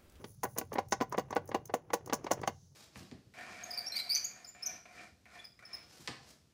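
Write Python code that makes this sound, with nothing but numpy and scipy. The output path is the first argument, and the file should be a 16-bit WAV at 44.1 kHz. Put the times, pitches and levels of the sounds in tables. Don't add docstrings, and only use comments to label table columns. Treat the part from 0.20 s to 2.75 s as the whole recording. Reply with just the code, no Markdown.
import sys
import numpy as np
from scipy import signal
from scipy.fft import rfft, irfft
from scipy.io import wavfile

SR = 44100
rng = np.random.default_rng(int(sys.argv[2]) if len(sys.argv) > 2 else 0)


def log_audio(samples):
    frames = np.atleast_2d(samples).T
    limited = np.clip(frames, -1, 1)
    pcm = np.round(limited * 32767).astype(np.int16)
    wavfile.write(sys.argv[1], SR, pcm)


N = 112454
HIT_SIZE = 6144
HIT_T, HIT_HZ = np.arange(HIT_SIZE) / SR, np.fft.rfftfreq(HIT_SIZE, 1 / SR)
RING_RISE_S = 0.0014
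RING_ATTACK = 1 - np.exp(-HIT_T / RING_RISE_S)
TAP_DB, REBOUND_DB, CLICK_DB, CLUNK_DB = -3.5, -1.5, -8.5, -3.5


def amp(db):
    return 10 ** (np.asarray(db) / 20)


def unit(x):
    return x / np.sqrt(np.sum(x ** 2) + 1e-20)


def read(points, hz):
    f, value = np.transpose(points)
    return np.interp(np.log(hz + 1), np.log(f), value)


def fader(curve):
    return amp(np.interp(np.arange(N) / SR, *np.transpose(curve)))


def add(mix, s, sound):
    part = mix[max(round(s * SR), 0):][:len(sound)]
    part += sound[:len(part)]


def colour(x, db):
    cepstrum = irfft(np.log(amp(db)))
    cepstrum[1:len(x) // 2] *= 2
    cepstrum[len(x) // 2 + 1:] = 0
    return irfft(rfft(x) * np.exp(rfft(cepstrum)))


def shelves(hit, bass_db, treble_db, bass_hz=516, treble_hz=2450):
    bass = 1 / (1 + (HIT_HZ / bass_hz) ** 4)
    treble = 1 - 1 / (1 + (HIT_HZ / treble_hz) ** 4)
    return colour(hit, bass_db * bass + treble_db * treble)


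def noise(eq):
    gain = amp(read(eq, np.fft.rfftfreq(N, 1 / SR)))
    return np.sqrt(N) * unit(irfft(rfft(rng.standard_normal(N)) * gain, N))


def dying_noise(t60, size):
    flat = irfft(np.exp(2j * np.pi * rng.random(size // 2 + 1)))
    hz, t, bands = signal.stft(flat, SR, nperseg=128)
    decay = amp(-60 * t / read(t60, hz)[:, None])
    return signal.istft(bands * decay, SR, nperseg=128)[1][:size]


# frequency in Hz, gain in dB.
RUMBLE_EQ = [(20, -21.5), (50, -10), (68, -9), (95, 3), (150, 1.5), (210, -14), (400, -30), (16000, -65.5)]
# time in seconds, level in dB.
RUMBLE_RIDE = [(0, -57.5), (1.35, -54), (1.6, -63), (2.23, -53), (2.36, -57), (2.55, -66.5)]

def rumble(hum_hz=95.7, hum_db=-15):
    waver = noise([(3, 0), (12, -40), (40, -120)])
    hum = np.sqrt(2) * waver * np.sin(2 * np.pi * hum_hz * np.arange(N) / SR)
    return fader(RUMBLE_RIDE) * (noise(RUMBLE_EQ) + amp(hum_db) * hum)


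# frequency in Hz, gain in dB.
HISS_EQ = [(2500, -8), (6300, 13), (8200, -5), (10300, -2), (13000, -13.5), (15400, -4.5), (16200, -16)]
# time in seconds, level in dB.
HISS_RIDE = [(0, -75), (.6, -78), (1.65, -88), (2.25, -71.5), (2.45, -72), (2.55, -79)]

def hiss():
    return fader(HISS_RIDE) * noise(HISS_EQ)


# frequency in Hz, gain in dB.
RUB_EQ = [(150, -1), (380, 21), (1100, 3), (3000, -9.5), (9000, -49)]
SCRAPE_EQ = [(2000, -35.5), (6400, 3.5), (8200, -8), (10300, 12.5), (12500, -6.5), (15000, 8), (16500, 0.5)]
# time in seconds, level in dB.
RUB_RIDE = [(0, -54.5), (.17, -83.5), (1.1, -62.5), (1.6, -68.5), (2.2, -52.5), (2.36, -81)]
SCRAPE_RIDE = [(0, -75), (.08, -63), (.14, -67.5), (.19, -81), (.25, -75), (.32, -64), (.44, -77),
               (.6, -89)]

def handling(grain_db=3.5):
    grain = amp(grain_db * noise([(60, 0), (400, -25), (2000, -90)]))
    rub = fader(RUB_RIDE) * noise(RUB_EQ)
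    scrape = fader(SCRAPE_RIDE) * noise(SCRAPE_EQ)
    return grain * (rub + scrape)


def creep(eq, swell_s=0.0044):
    to_go = HIT_T[::-1]
    swell = np.exp(-to_go / swell_s) * (1 - np.exp(-2 * to_go / RING_RISE_S)) ** 2
    friction = colour(rng.standard_normal(HIT_SIZE), read(eq, HIT_HZ))
    return unit(swell * friction)[-HIT_SIZE // 8:]


# frequency in Hz, seconds to fall 60 dB.
CASTING_DECAY = [(120, 0.097), (400, 0.049), (2000, 0.064), (15000, 0.06)]

def strike(eq, modes, ring_db, modes_db, contact_s, grit, push_s=0.00005):
    shape = read(eq, HIT_HZ)
    push = unit(colour(np.exp(-HIT_T / push_s), shape))
    grind = unit(colour(rng.standard_normal(HIT_SIZE) * HIT_T * np.exp(-HIT_T / contact_s), shape))
    dense = unit(colour(RING_ATTACK * dying_noise(CASTING_DECAY, HIT_SIZE), shape))
    clear = np.zeros(HIT_SIZE)
    for hz, db, t60 in modes:
        vary_db, detune_hz, phase = rng.standard_normal(3) * (2.4, 6, 1.09)
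        decay = amp(db + vary_db - 60 * HIT_T / t60)
        clear += decay * np.cos(2 * np.pi * (hz + detune_hz) * HIT_T + phase)
    return unit(push + grit * grind) + amp(ring_db) * dense + amp(modes_db) * unit(RING_ATTACK * clear)


# pitch in Hz, level in dB, seconds to fall 60 dB.
HOUSING_MODES = [(347, 1.5, 0.02), (472, -3.5, 0.1), (584, -10, 0.16), (708, 2.5, 0.039), (786, 2.5, 0.08),
                 (984, 0, 0.065), (1120, -2.5, 0.07), (1484, -6, 0.055), (1675, -11, 0.06),
                 (1895, -8, 0.04), (2835, -8, 0.04), (4540, -14, 0.058)]
# frequency in Hz, gain in dB.
TAP_EQ = [(40, -39), (170, -4.5), (470, 6), (650, 0), (1130, 2.5), (1340, -10), (2000, -6.5), (2500, -14.5),
          (6600, -27), (8500, -41.5), (14000, -58.5)]

def tap(db, bass_db, treble_db):
    hit = strike(TAP_EQ, HOUSING_MODES, ring_db=-4, modes_db=-5, contact_s=0.0017, grit=2.6)
    return amp(TAP_DB + db) * shelves(hit, bass_db, treble_db)


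# start in seconds, level in dB, bass in dB, treble in dB.
TAP_CUES = [(0.042, -18, 10, 12), (.364, -13.5, -3, -12), (.519, -14.5, 5.5, -17), (0.532, -14, 9, 3.5),
            (0.5552, -5.5, 2.5, -9), (.573, -12.5, -7, -12), (.924, -4, -10.5, -29), (0.9441, -5.5, 0, -12),
            (1.106, -13.5, 2.5, -13), (1.127, -7.5, -4.5, 1.5), (1.290, -18, 6.5, -31),
            (1.3155, -10, -1.5, -1.5), (1.4961, -13, -1, -6.5), (1.7033, -14, 0, -7.5),
            (1.874, -21.5, 13.5, -16), (1.897, -13.5, 0.5, 5.5), (2.043, -22, 19, 4.5),
            (2.0663, -7, -10, 2.5), (2.215, -27, 19.5, -7), (2.234, -5, -9, -0.5)]

def taps(creep_db=-18.5):
    out = np.zeros(N)
    for s, db, bass_db, treble_db in TAP_CUES:
        scrape = creep(TAP_EQ)
        add(out, s - len(scrape) / SR, amp(TAP_DB + db + creep_db) * scrape)
        add(out, s, tap(db, bass_db, treble_db))
    return out


# frequency in Hz, gain in dB.
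KNOCK_EQ = [(40, -30.5), (110, -24), (190, 0), (300, -0.5), (480, 2.5), (625, 1.5), (760, 3.5), (900, -7),
            (1000, 2.5), (1150, -12), (1320, -17.5), (1480, -4.5), (1600, -23.5), (1950, -10.5),
            (2450, -18.5), (6500, -25), (8200, -35), (10000, -41), (16000, -47)]

def knock(modes_db):
    return strike(KNOCK_EQ, HOUSING_MODES, ring_db=-3, modes_db=modes_db, contact_s=0.00052, grit=0.58)


# start in seconds, level in dB, bass in dB, treble in dB.
REBOUND_CUES = [(0.2323, -7.5, -23, -10), (0.237, -2.5, -24, -13), (0.2421, -16, 8, -8.5),
                (0.2528, -9.5, -8, -9.5), (.379, -14.5, -8.5, -2.5), (0.3847, -14, 7.5, 14),
                (0.414, -17, 10, 0.5), (0.7304, -5, -18.5, -8), (0.8191, -4.5, -2, -11),
                (0.9941, -12, 0, 1), (1.743, -15.5, -0.5, 8), (2.121, -10, 1, -7.5)]

def rebounds():
    out = np.zeros(N)
    for s, db, bass_db, treble_db in REBOUND_CUES:
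        add(out, s, amp(REBOUND_DB + db) * shelves(knock(modes_db=-1), bass_db, treble_db))
    return out


# pitch in Hz, level in dB, seconds to fall 60 dB.
SHAFT_MODES = [(5260, -1.5, 0.072), (5650, -0.5, 0.04), (6050, 0, .055), (6400, -1, .07), (6680, -1, 0.045),
               (9300, -6.5, .04), (14910, 0, .07)]
# frequency in Hz, gain in dB.
CLICK_EQ = [(300, -52.5), (1500, -15), (3600, -18), (5200, -6), (6400, 4.5), (7100, -4), (8200, -13),
            (9700, -4), (13000, -15.5), (15100, -2), (16200, -10)]
# start in seconds, level in dB, top octave in dB.
CLICK_CUES = [(.234, -8, 7), (0.2408, -17.5, 18.5), (0.3764, -8.5, -7), (0.3844, -3.5, 12),
              (0.529, -19.5, 0), (.539, -24.5, 13.5), (0.59, -17, -1.5), (.685, -30, 4), (0.694, -48, 25),
              (0.709, -25, 2), (0.723, 8.5, -30), (.728, 2, -23), (0.811, -8, -23), (0.822, -10.5, -25),
              (0.835, -33, -17), (0.896, -51, 34), (.924, -10.5, -15), (.972, -25, -8), (.983, -9.5, -8),
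              (0.995, -11, -20), (1.107, -16, -10), (1.150, -34, 17), (1.164, -22.5, 6), (1.256, -51, 32.5),
              (1.276, -26.5, 3), (1.29, -23.5, -1), (1.347, -14.5, -2.5), (1.455, -21.5, 8.5),
              (1.475, -25.5, -8.5), (1.541, -7.5, -1), (1.551, -21, -2), (1.7328, -13, 7.5),
              (1.739, -3.5, 2), (1.860, -20.5, 3), (1.875, -23, -5), (1.9325, 0.5, -6), (1.9396, -1, -8.5),
              (1.949, -14.5, -1), (2.043, -13.5, -24), (2.0657, -22, -26), (2.113, -3.5, -4),
              (2.1173, 1.5, -6.5), (2.133, -9.5, -5), (2.215, -18.5, -12), (2.275, -3, -9.5)]

def spline_clicks(creep_db=-25.5, skid_db=-30.5):
    out = np.zeros(N)
    for s, db, top_db in CLICK_CUES:
        scrape = creep(CLICK_EQ)
        hit = strike(CLICK_EQ, SHAFT_MODES, ring_db=-5.5, modes_db=-12, contact_s=0.0013, grit=3.6)
        add(out, s - len(scrape) / SR, amp(CLICK_DB + db + creep_db) * scrape)
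        add(out, s, amp(CLICK_DB + db) * shelves(hit, 0, top_db, treble_hz=8780))
        add(out, s, amp(skid_db + db / 2) * skid())
    return out


def skid(slips_per_s=330, fade_s=0.0031):
    slips = rng.standard_normal(HIT_SIZE) * (rng.random(HIT_SIZE) < slips_per_s / SR)
    return unit(colour(slips * np.exp(-HIT_T / fade_s), read(CLICK_EQ, HIT_HZ)))


# start in seconds, level in dB, bass in dB, clack in dB, treble in dB,
# top ring in dB, the first touch's lead in seconds, its level against the landing in dB.
CLUNK_CUES = [(0.588, -0.5, -0.5, -2, -6, -48, 0.005, -4.5), (0.7239, 6, -6, -8.5, -8, -33, 0.0019, -20),
              (0.8112, -1.5, 2.5, 2, -1, -28, 0.0075, -12.5), (0.9831, -2, 2, 3, -10, -28, 0.0046, -3.5),
              (1.166, 2, -3.5, 5, -6.5, -46, 0.0067, -9.5), (1.3488, -1.5, 2.5, 2, -2.5, -37, 0.0041, -3),
              (1.5397, -1.5, 0, 6.5, -7, -34, 0.0016, -6), (1.736, -0.5, -1, 5.5, 0, -28, 0.002887, -4),
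              (1.9319, -2, 2, -1, -3, -39.5, 0.006, -2.5), (2.1138, 2, 0, 1, -1.5, -44, 0.0055, -10.5),
              (2.2768, -3.5, 7.5, -19.5, 1.5, -31.5, 0.0014, -1)]

def clunks(clack_hz=467, clack_width_hz=85):
    out = np.zeros(N)
    clack_band = 1 / (1 + ((HIT_HZ - clack_hz) / clack_width_hz) ** 2)
    for s, db, bass_db, clack_db, treble_db, ring_db, lead_s, touch_db in CLUNK_CUES:
        hit = colour(knock(modes_db=-3), clack_db * clack_band)
        add(out, s, amp(CLUNK_DB + db) * shelves(hit, bass_db, treble_db))
        add(out, s, amp(ring_db) * top_ring())
        add(out, s - lead_s, tap(db + touch_db, bass_db=4.5, treble_db=4.5))
    return out


def top_ring(spread_hz=55):
    hz, _, t60 = SHAFT_MODES[-1]
    cluster = sum(np.sin(2 * np.pi * ((hz + spread_hz * detune) * HIT_T + phase))
                  for detune, phase in rng.standard_normal((4, 2)))
    return unit(RING_ATTACK * amp(-60 * HIT_T / t60) * cluster)


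# frequency in Hz, gain in dB.
GARAGE_EQ = [(100, -15.5), (400, -26.5), (1000, -20), (9000, -25), (16000, -22.5)]
# frequency in Hz, seconds to fall 60 dB.
GARAGE_DECAY = [(100, 0.29), (400, 0.17), (6500, 0.17), (15000, 0.084)]

def garage(x, size=32768, build_s=0.016):
    attack = 1 - np.exp(-np.arange(size) / SR / build_s)
    tail = unit(dying_noise(GARAGE_DECAY, size) * attack)
    response = colour(tail, read(GARAGE_EQ, np.fft.rfftfreq(size, 1 / SR)))
    return signal.fftconvolve(x, response)[:N]


# frequency in Hz, side level against the centre in dB.
WIDTH = [(2500, -75.5), (5000, -34), (10000, -23)]

def scene():
    low_cut = signal.butter(2, 70, "highpass", fs=SR, output="sos")
    metal = signal.sosfilt(low_cut, clunks() + rebounds() + taps() + spline_clicks())
    mid = metal + garage(metal) + rumble() + hiss() + handling()
    side = irfft(1j * rfft(mid) * amp(read(WIDTH, np.fft.rfftfreq(N, 1 / SR))), N)
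    return np.array([mid + side, mid - side])


def record(dry, cutoff_hz=16100):
    high_cut = signal.firwin(255, cutoff_hz, window=("kaiser", 9), fs=SR)
    return signal.oaconvolve(dry, high_cut[None], "same")


dry = scene()
out = record(dry)
log_audio(out)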